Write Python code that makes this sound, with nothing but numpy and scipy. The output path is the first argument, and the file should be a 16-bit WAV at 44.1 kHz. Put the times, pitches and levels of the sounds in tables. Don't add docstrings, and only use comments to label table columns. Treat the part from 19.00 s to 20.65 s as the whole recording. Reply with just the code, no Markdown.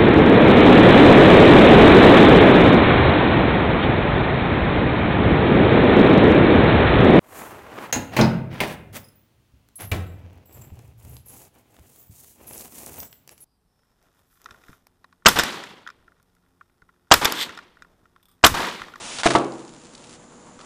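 import sys
import numpy as np
from scipy import signal
from scipy.fft import rfft, irfft, next_fast_len
from scipy.io import wavfile

SR = 44100
rng = np.random.default_rng(int(sys.argv[2]) if len(sys.argv) > 2 else 0)


def to_wav(sig):
    pcm = np.clip(np.atleast_2d(sig), -1, 1) * 32767
    pcm = np.round(pcm).astype(np.int16)
    wavfile.write(sys.argv[1], SR, pcm.T)


N = 72765


def from_db(db):
    return 10 ** (np.asarray(db) / 20)


def unit_rms(x):
    return x / np.sqrt(np.mean(x ** 2) + 1e-20)


def seconds():
    return np.arange(N) / SR


def fader(curve):
    return from_db(np.interp(seconds(), *np.transpose(curve)))


def at_hz(table, hz):
    freqs, *columns = np.transpose(table)
    return [np.interp(np.log(np.maximum(hz, 1)), np.log(freqs), column) for column in columns]


def coloured(noise, colour):
    size = next_fast_len(N + SR // 10)
    db, = at_hz(colour, np.fft.rfftfreq(size, 1 / SR))
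    return irfft(rfft(noise, size) * unit_rms(from_db(db)), size)[:N]


def decay(start, t60):
    age = seconds() - start
    return (age >= 0) * np.exp(-np.log(1000) * np.clip(age / t60, 0, 10))


def bursts(hits, colour):
    power = sum((from_db(db) * decay(start, t60)) ** 2 for start, db, t60 in hits)
    return coloured(np.sqrt(power) * rng.standard_normal(N), colour)


def diffuse(table):
    edges_hz = 22 * 2 ** (np.arange(28) / 3)
    white = rng.standard_normal((2, N))
    response = np.zeros(N)
    for k, (low, high) in enumerate(zip(edges_hz, edges_hz[1:])):
        db, t60 = at_hz(table, np.sqrt(low * high))
        envelope = decay(0, t60)
        bandpass = signal.butter(2, [low, high], "band", fs=SR, output="sos")
        band = signal.sosfilt(bandpass, white[k % 2] * envelope)
        band_rms = np.sqrt(np.mean(envelope ** 2) * 2 * (high - low) / SR)
        response += from_db(db) * band_rms * unit_rms(band)
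    return response


def room_tone():
    # (frequency [Hz], level [dB])
    hum_tones = [(240, -57), (487, -57)]
    # (frequency [Hz], level [dB])
    air_colour = [(30, -13), (90, -10.5), (150, -4.5), (240, -2.5), (450, -7.5), (700, -10.5), (1200, -13),
                  (2200, -23.5), (5500, -27.5), (7200, -15), (8500, -32.5), (10000, -25)]
    hum = sum(from_db(db) * np.sin(2 * np.pi * (hz * seconds() + rng.random())) for hz, db in hum_tones)
    return hum + from_db(-48.5) * coloured(rng.standard_normal(N), air_colour)


def handling():
    # (time [s], level [dB])
    swells = [(0, -44.5), (.2, -48), (.6, -48.5), (.85, -71), (1.0, -54), (1.15, -60), (1.24, -51.5),
              (1.29, -75), (1.325, -51.5), (1.36, -58), (1.44, -61), (1.47, -48.5), (1.55, -63),
              (1.65, -46)]
    # (frequency [Hz], level [dB])
    colour = [(80, -19.5), (250, -16), (600, -8), (1000, -5.5), (1700, -17.5), (4000, -27), (10000, -25.5)]
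    return fader(swells) * coloured(rng.standard_normal(N), colour)


def crinkle(slips_per_s=1400, spread_db=8, catches_per_s=310):
    # (time [s], level [dB])
    swells = [(.23, -72), (.26, -35.5), (.33, -32), (.39, -39.5), (.48, -54.5), (.78, -53), (.95, -52.5),
              (1.06, -49), (1.155, -45.5), (1.185, -61), (1.56, -64), (1.6, -61), (1.65, -50)]
    # (frequency [Hz], level [dB])
    colour = [(60, -5.5), (250, 5.5), (800, -6.5), (2000, -1.5), (3000, 0.5), (4500, -0.5), (6000, -1.5),
              (7200, -1), (10000, -5)]
    sizes = from_db(spread_db * np.minimum(rng.exponential(1, N), 4)) * rng.choice([-1, 1], N)
    slips = unit_rms(sizes * (rng.random(N) < slips_per_s / SR))
    catch_db = 1.5 * np.interp(seconds() * catches_per_s, np.arange(N), rng.standard_normal(N))
    friction = from_db(catch_db) * (from_db(1.5) * slips + rng.standard_normal(N))
    return fader(swells) * coloured(unit_rms(friction), colour)


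def finger_taps(t60=.019):
    # (time [s], level [dB])
    taps = [(1.5914, -1), (1.6035, -4), (1.6111, -2), (1.6142, -2)]
    # (frequency [Hz], level [dB])
    colour = [(150, -8), (600, -19), (1200, -2), (2200, -12), (5000, -11), (9000, -23)]
    return from_db(-38) * bursts([(start, db, t60) for start, db in taps], colour)


def wrapping_ticks(t60=.013):
    # (time [s], level [dB])
    ticks = [(0.346, -1.5), (.3860, 10), (0.446, 1), (0.5216, -1), (0.594, -2.5), (0.6789, -3.5),
             (0.848, -7.5), (0.9513, 1), (0.9797, -6)]
    # (frequency [Hz], level [dB])
    colour = [(500, -22), (2000, -13), (4300, 2.5), (6000, -2.5), (10000, -9.5)]
    return from_db(-36.5) * bursts([(start, db, t60) for start, db in ticks], colour)


def slide():
    # (time [s], level [dB])
    swell = [(0, -38), (.06, -34), (.125, -33.5), (.168, -33.5), (.182, -35), (.215, -31.5), (.23, -50),
             (.26, -82)]
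    # (frequency [Hz], level [dB])
    hiss_colour = [(60, -9), (250, -3), (800, -1.5), (2000, -2.5), (3000, 1), (4500, -3.5), (6000, -1.5),
                   (7200, -3.5), (10000, -6.5)]
    # (time [s], level [dB], t60 [s])
    scuffs = [(.1862, 3.5, 0.023), (.1938, -2, 0.037), (.1985, -3.5, 0.085)]
    # (frequency [Hz], level [dB])
    scuff_colour = [(150, -6.5), (700, -1.5), (1600, 3), (2400, -4), (3500, 0), (6000, -5), (10000, -12.5)]
    hiss = fader(swell) * coloured(rng.standard_normal(N), hiss_colour)
    return hiss + from_db(-25) * bursts(scuffs, scuff_colour)


def shell_rattle():
    # (time [s], level [dB], t60 [s])
    clacks = [(.2337, 3, 0.017), (.2393, -4, 0.11), (.2475, -3.5, .06), (.2556, -1, 0.09),
              (.2594, -1, 0.013), (.2620, 8, 0.045), (.2677, -18, 0.029), (.2729, 6.5, 0.018),
              (.2840, -2, 0.045), (.3050, 1, 0.059), (.3088, -9.5, 0.028), (.3180, -5.5, 0.055),
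              (.3395, -3, 0.036), (.3528, 5, 0.012), (.3582, 0, 0.042)]
    # (frequency [Hz], level [dB])
    colour = [(100, -32), (300, -19), (700, 1.5), (1450, 3.5), (2000, -1.5), (3000, -3.5), (4500, -4.5),
              (6500, -9.5), (10000, -14.5)]
    return from_db(-17.5) * bursts(clacks, colour)


def wall_echo(sound, delay_s=.046, band_hz=(180, 1200)):
    late = np.interp(seconds() - delay_s, seconds(), sound, left=0)
    bandpass = signal.butter(2, band_hz, "band", fs=SR, output="sos")
    return from_db(-16.5) * signal.sosfilt(bandpass, late)


def contact(impulse, hz, q=1):
    w = 2 * np.tan(np.pi * hz / SR)
    return signal.lfilter(*signal.bilinear([w * w], [1, w / q, w * w]), impulse + 1e-18)


def ring(force, hz, t60):
    damping = np.exp(-np.log(1000) / (t60 * SR))
    w = 2 * np.pi * hz / SR
    return signal.lfilter([0, np.sin(w)], [1, -2 * damping * np.cos(w), damping ** 2], force + 1e-18)


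def thumps():
    # (time [s], level [dB], contact brightness [Hz], flatness [0 = on edge, 1 = flat])
    blows = [(0.2556, -14, 2600, 0.92), (.2591, 0, 1510, 0), (0.264, -10.5, 2480, 0.56),
             (0.2659, -12.5, 2430, 0.56), (0.307, -25.5, 1800, .3), (.3513, 3, 1890, 0.93),
             (0.361, -13.5, 1700, 1)]
    # (frequency [Hz], edge level [dB], flat level [dB], t60 [s])
    body_modes = [(132.94, -28, -41, 0.87), (266.3, -33, -31.5, 0.75), (329.3, -28, -30.5, 1),
                  (349.5, -21, -23.5, 0.52), (411, -3, -27, 0.018), (444.5, -31, -30.5, 0.16),
                  (689, -4, -25.5, 0.064), (694, -23, -19, 0.19), (878, -61, -16.5, 0.13),
                  (946, -8, -5, 0.029), (1142, -36, -25.5, 0.28), (1139, -27, -17.5, .05),
                  (1319, -40, -23.5, 0.13)]
    # (frequency [Hz], level [dB], t60 [s])
    knock = [(30.3, -29, .06), (90, -6.5, 0.076), (250, 8.5, 0.076), (700, -2.5, 0.052), (1140, 2, 0.071),
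             (1800, -9.5, 0.11), (4020, 1.5, .06), (10000, -6, 0.042)]
    # (frequency [Hz], level [dB], t60 [s])
    reverb = [(61, -34, .55), (96, -36, .5), (142, -22, .55), (191, -4.5, 1), (305, 8.5, 0.68),
              (520, 5.5, 0.64), (1113, -1, 0.64), (1700, -10, 0.42), (3960, -2.5, 0.34), (10000, -19, .3)]
    edge, flat = np.zeros((2, N))
    for start, db, brightness_hz, flatness in blows:
        impulse = from_db(db) * (np.arange(N) == int(start * SR))
        push = contact(impulse, brightness_hz)
        edge += (1 - flatness) * push
        flat += flatness * push
    ringing = sum(ring(from_db(edge_db) * edge + from_db(flat_db) * flat, hz, t60)
                  for hz, edge_db, flat_db, t60 in body_modes)
    response = from_db(-6.5) * diffuse(knock) + from_db(-14.5) * diffuse(reverb)
    return ringing + signal.fftconvolve(edge + flat, response)[:N]


def scene():
    landing = thumps()
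    clicks = shell_rattle() + wrapping_ticks() + finger_taps()
    friction = slide() + crinkle() + handling()
    return (landing + wall_echo(landing) + clicks + friction + room_tone())[None]


def record(dry, ceiling=.7, cutoff_hz=10080):
    clipped = dry / (1 + (dry / ceiling) ** 6) ** (1 / 6)
    lowpass = signal.ellip(12, .2, 70, cutoff_hz, fs=SR, output="sos")
    return signal.sosfilt(lowpass, clipped)


dry = scene()
out = record(dry)
to_wav(out)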